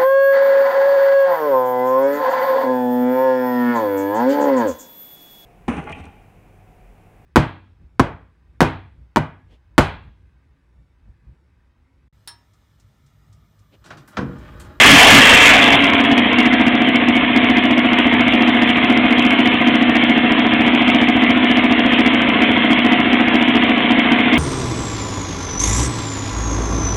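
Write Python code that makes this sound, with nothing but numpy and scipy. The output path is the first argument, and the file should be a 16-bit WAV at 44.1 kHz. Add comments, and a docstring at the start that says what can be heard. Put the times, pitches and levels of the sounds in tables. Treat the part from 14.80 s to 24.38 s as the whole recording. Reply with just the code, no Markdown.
"""A single-cylinder four-stroke dirt bike, just started in a crowded garage, races, chuffs and falls to
a lumpy, stumbling idle. Each cycle fires a few gas pulses that boom and honk through the exhaust;
the pipe drones as the revs drop, and turbulent gas rumbles at its end. Valve gear and piston clatter
in the engine metal. A small narrow-band microphone overloads on the revs and the strongest beats."""
import sys
import numpy as np
from scipy import signal
from scipy.fft import rfft, irfft, next_fast_len
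from scipy.io import wavfile
from scipy.ndimage import map_coordinates

SR = 44100
rng = np.random.default_rng(int(sys.argv[2]) if len(sys.argv) > 2 else 0)


def put_to_file(sound):
    """Save the sound as 16-bit audio at rate SR, in the file named by the first command-line argument."""
    columns = np.atleast_2d(sound).T  # one column per channel
    safe = np.clip(columns, -1, 1)
    whole_steps = np.round(safe * 32767)
    wavfile.write(sys.argv[1], SR, whole_steps.astype(np.int16))


N = 422478

# the exhaust's low boom: pitch_hz, width_hz, gain_db
BOOM_MODES = [(208.5, 5.5, 37), (247.35, 15.7, 42), (313, 20, 36.8)]
# the exhaust's upper honk: pitch_hz, width_hz, gain_db
HONK_MODES = [(660, 23, 28.2), (715, 28, 30.2), (991.5, 56, 16)]


def amp(db):
    """Decibels to gain."""
    return 10 ** (np.asarray(db) / 20)


def unit(x):
    """Scale to rms 1."""
    return x / np.sqrt(np.mean(x ** 2) + 1e-20)


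def curve(rows):
    """One value per sample from rows of time_s, value."""
    return np.interp(np.arange(N) / SR, *np.transpose(rows))


def wobble(rate):
    """A smooth random curve, rate knots a second."""
    return map_coordinates(rng.standard_normal(int(N * rate / SR) + 4), [np.arange(N) * rate / SR])


def filtered(x, response):
    """Pass x through a complex frequency response."""
    size = next_fast_len(N + SR // 2)
    return irfft(rfft(x, size) * response(np.fft.rfftfreq(size, 1 / SR)), size)[:N]


def coloured(x, points):
    """EQ x with rows of freq_hz, gain_db, joined on a log axis."""
    freq_hz, gain_db = np.transpose(points)
    return filtered(x, lambda hz: amp(np.interp(np.log(hz + 1), np.log(freq_hz), gain_db)))


def resonate(x, modes, widen=1):
    """Ring x through resonances of alternating polarity: pitch_hz, width_hz, gain_db."""
    def response(hz):
        total = 0
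        for k, (pitch_hz, width_hz, gain_db) in enumerate(modes):
            damping = 1j * hz * width_hz * widen
            total += (-1) ** k * amp(gain_db) * damping / (pitch_hz ** 2 - hz ** 2 + damping)
        return total
    return filtered(x, response)


def pulses(times, sizes):
    """A train of single impulses."""
    at = np.round(times * SR).astype(int)
    inside = (at >= 0) & (at < N)
    return np.bincount(at[inside], sizes[inside], N)


def moments(cycle, place):
    """The times at which the engine passes one place in its cycle."""
    return np.interp(np.arange(int(cycle[-1] - place) + 1) + place, cycle, np.arange(N) / SR)


def combustion(fired_s, overrun_burn=.3, idle_burn=.8, idle_from_s=1.28, rebound=.62, scatter_db=.8):
    """Each charge burns weakly on the overrun, poorly in a stumble, harder on the fuel a stumble leaves."""
    # the cold engine's stumbles: start_s, length_s, burn (0 misfire, 1 full)
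    stumbles = [(1.41, .14, .08), (2.18, .07, .2), (2.39, .14, .1), (3.36, .14, .55), (3.92, .14, .42),
                (4.48, .07, .42), (4.7, .14, .22), (5.19, .07, .27), (5.55, .35, .55), (7.09, .07, .3),
                (7.37, .21, .33), (7.73, .14, .18), (7.94, .07, .2), (8.15, .14, .42), (8.44, .07, .3),
                (8.58, .07, .4), (8.79, .07, .55), (8.93, .14, .15), (9.21, .07, .25), (9.36, .14, .45)]
    burn = np.where(fired_s < idle_from_s, overrun_burn, idle_burn)
    for start_s, length_s, poor_burn in stumbles:
        burn = np.where((fired_s >= start_s) & (fired_s < start_s + length_s), poor_burn, burn)
    recovery = np.maximum(np.diff(burn, prepend=burn[0]), 0)
    return (burn + rebound * recovery) * amp(scatter_db * rng.standard_normal(len(fired_s)))


def exhaust(cycle, scatter=0.11, racing_db=-5, bark_db=-18, cycle_jitter_s=.00022, puff_jitter_s=.00011):
    """Every cycle puffs into the pipe and rings it; a poor burn loses mainly the first blast."""
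    # one cycle's gas pulses and their echoes: delay_s, size, burn_share (part that needs a good burn)
    puffs = [(0, 1.0, 1), (.00364, 0.43, 1), (0.0121, 1, 0), (0.0219, 0.77, 0.7), (.02979, .85, .3),
             (0.0455, 0.56, 0.1)]
    fired_s = moments(cycle, 0)
    burn = combustion(fired_s)
    # the separate beats stand out only once the revs have dropped
    beat = amp(np.interp(fired_s, [1.0, 1.3], [racing_db, 0]))
    fired_s = fired_s + cycle_jitter_s * rng.standard_normal(len(fired_s))
    gas = np.zeros(N)
    for delay_s, size, burn_share in puffs:
        late, uneven = rng.standard_normal((len(fired_s), 2)).T
        strength = beat * size * (1 - burn_share + burn_share * burn) * (1 + scatter * uneven)
        gas += pulses(fired_s + delay_s + puff_jitter_s * late, strength)
    # a little of each pulse leaves the pipe unrung, as a dry knock
    bark = coloured(gas, [(200, 2), (420, 29), (1000, 22.5), (2000, 15), (4000, -18.5)])
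    return resonate(gas, BOOM_MODES + HONK_MODES) + amp(bark_db) * bark


def pipe_drone(low_hz=278, high_hz=688, high_db=-10, waver_rad=0.53, flutter_db=2.5):
    """Fast firings keep two pipe resonances singing, heard as a pair of wavering tones."""
    # the drone swells as the revs fall, then dies away: time_s, level_db
    swell = [(0, -37), (.75, -25), (1.03, -16.5), (1.15, -21), (1.3, -16), (1.45, -60)]

    def tone(hz):
        phase = 2 * np.pi * hz * np.arange(N) / SR + waver_rad * wobble(35)
        return np.sin(phase) * amp(flutter_db * wobble(25))
    return amp(curve(swell)) * unit(tone(low_hz) + amp(high_db) * tone(high_hz))


def turbulence(cycle, load_db, rumble_db=-33, load_follow=0.34, throb_db=2.6, churn_db=-26, thump_db=-10):
    """Gas noise: a throbbing rumble, a churn as the valve opens, and the chuffs of the racing engine."""
    # rough, bell-shaped gusts of exhaust: peak_s, half_length_s, boom_db, honk_db
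    chuffs = [(0.131, 0.033, -6, -31), (0.246, 0.049, -25.5, -7), (0.358, .03, -4.5, -31),
              (0.532, .02, -17.5, -15.5), (0.748, 0.027, -33, -17.5), (0.933, .04, -24, -19.5),
              (1.324, 0.0074, -18.5, -23)]
    # tone of the low turbulence at the tailpipe: freq_hz, gain_db
    rumble_eq = [(15, -24), (30, -14.5), (52, -2), (100, 2), (180, 4), (330, -28), (600, -2.5),
                 (2000, -79.5)]
    t = np.arange(N) / SR
    boom, honk = np.zeros((2, N))
    for peak_s, half_length_s, boom_db, honk_db in chuffs:
        gust = np.exp(-.5 * ((t - peak_s) / half_length_s) ** 2)
        boom += gust * amp(boom_db)
        honk += gust * amp(honk_db)
    churn = amp(churn_db) * np.exp(np.cos(2 * np.pi * (cycle - .022)) - 1)
    pulsing_db = throb_db * np.cos(2 * np.pi * (cycle - .22))
    flow = amp(rumble_db + load_follow * (load_db - np.median(load_db)) + pulsing_db)
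    boom_noise, honk_noise, rumble_noise = rng.standard_normal((3, N))
    boom_noise = coloured(boom_noise, [(130, -25.5), (215, 0)])  # the open end radiates little deep bass
    return (np.hypot(boom, churn) * unit(resonate(boom_noise, BOOM_MODES, widen=3))
            + honk * unit(resonate(honk_noise, HONK_MODES, widen=4.1))
            + (flow + amp(thump_db) * boom) * unit(coloured(rumble_noise, rumble_eq)))


def clatter(cycle, load_db, knock_db=-2.5, knock_t60_s=0.04, scatter_db=1.87, throb_db=1.0,
            ring_db=-3.0, ring_wander_db=3.5, gain_db=6):
    """Valve and piston knocks ride on the rattle of chain and gears; under load they turn to a rasp."""
    # valve and piston knocks: place_in_cycle (0-1), size
    strikes = [(0.039, 0.93), (0.092, 0.45), (0.258, 0.74), (0.408, 1), (.65, 0.85), (0.881, 1)]
    # ring of the cylinder fins and cases: pitch_hz, width_hz, gain_db
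    fin_modes = [(1720, 150, -5), (2076, 170, -8.5), (2195, 110, -1.2), (2724, 63, -2.5), (3160, 290, -3.7)]
    # tone of the engine metal at idle: freq_hz, gain_db
    metal_eq = [(120, -40), (380, -4), (560, -7.5), (850, -9.5), (1000, -5.5), (1400, -10), (1750, -8.5),
                (2000, -4.5), (2170, -4.5), (2480, -6), (2750, -7.5), (3250, -8.5), (4500, -9.5)]
    # harsh tone of the racing engine: freq_hz, gain_db
    rasp_eq = [(120, -40.5), (380, -7), (600, -5.5), (850, -7), (1100, -4), (1400, -7), (1750, -3.5),
               (2150, -1.5), (2480, -1.5), (2750, -2), (3250, -4), (3600, -2.5), (4500, -3)]
    hits = np.zeros(N)
    for place, size in strikes:
        times = moments(cycle, place)
        hits += pulses(times, size * amp(scatter_db * rng.standard_normal(len(times))))
    fade = amp(-60 * np.arange(SR // 10) / SR / knock_t60_s)
    knocks = unit(signal.fftconvolve(hits, fade)[:N] * rng.standard_normal(N))
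    rattle = unit(amp(throb_db * np.cos(2 * np.pi * (cycle - .2))) * rng.standard_normal(N))
    blows = rattle + amp(knock_db) * knocks
    # each fin resonance is driven at its own wandering strength
    ring = sum(resonate(blows * amp(ring_wander_db * wobble(32)), [mode]) for mode in fin_modes)
    metal = garage(blows + amp(ring_db) * ring)
    racing = np.clip((load_db + 16.5) / 8, 0, 1)
    idle = (1 - racing) * unit(coloured(metal, metal_eq))
    rasp = racing * unit(coloured(metal, rasp_eq))
    return amp(load_db + gain_db) * (idle + rasp)


def garage(x, t60_s=0.15, wet_db=-6.5, block_samples=6000):
    """Direct sound plus the short, dense answer of shelves and walls, with a fresh tail for each block."""
    t = np.arange(SR // 4) / SR
    fade = amp(-60 * t / t60_s)
    wet = np.zeros(N + SR)
    for start in range(0, N, block_samples):
        tail = rng.standard_normal(len(t)) * fade
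        answer = signal.fftconvolve(x[start:start + block_samples], tail / np.linalg.norm(tail))
        wet[start:start + len(answer)] += answer
    return x + amp(wet_db) * wet[:N]


def scene():
    """One crankshaft times exhaust, gas noise and clatter, while the pipe drones over the falling revs."""
    # engine speed, racing and then idling: time_s, cycles_per_s
    speed = [(0, 19.762), (.4, 27.528), (1.3, 15.546), (1.5, 14.275), (2.61, 14.461), (3.96, 14.145),
             (4.5, 14.378), (4.77, 14.165), (5.31, 14.19), (5.58, 13.897), (6.39, 14.524), (7.74, 13.858),
             (8.01, 14.211), (9.36, 14.109), (9.58, 14.74)]
    # mechanical noise, falling with the load: time_s, relative_level_db
    load = [(0, 0), (.38, -1), (.43, -5.5), (.52, -3), (.59, -7.5), (.66, -4.5), (.92, -10.5), (1.02, -15),
            (1.35, -18.4), (2.4, -18.9), (3.5, -17.6), (5.0, -19), (7.0, -18.7), (7.5, -17.9), (8.2, -19),
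            (9.58, -18.2)]
    cycle = np.cumsum(curve(speed)) / SR
    load_db = curve(load) + .55 * wobble(rate=4)  # never quite steady
    return (exhaust(cycle) + pipe_drone() + turbulence(cycle, load_db) + clatter(cycle, load_db))[None]


def record(dry, ceiling=0.612, top_hz=16000):
    """The dull microphone overloads flat, which adds the only high treble: a crackle on the peaks."""
    # the microphone's narrow band, ahead of the overload: freq_hz, gain_db
    mic_eq = [(3250, 0), (3480, -2), (3800, -12.5), (4200, -22.5), (4550, -45), (5000, -72)]
    # gentle tilt after the overload: freq_hz, gain_db
    output_eq = [(4000, 1), (8200, -0.5), (10000, -0.5), (16000, -1)]
    overloaded = np.clip(coloured(dry[0], mic_eq), -ceiling, ceiling)
    return filtered(coloured(overloaded, output_eq), lambda hz: hz < top_hz)[None]


dry = scene()
out = record(dry)
put_to_file(out)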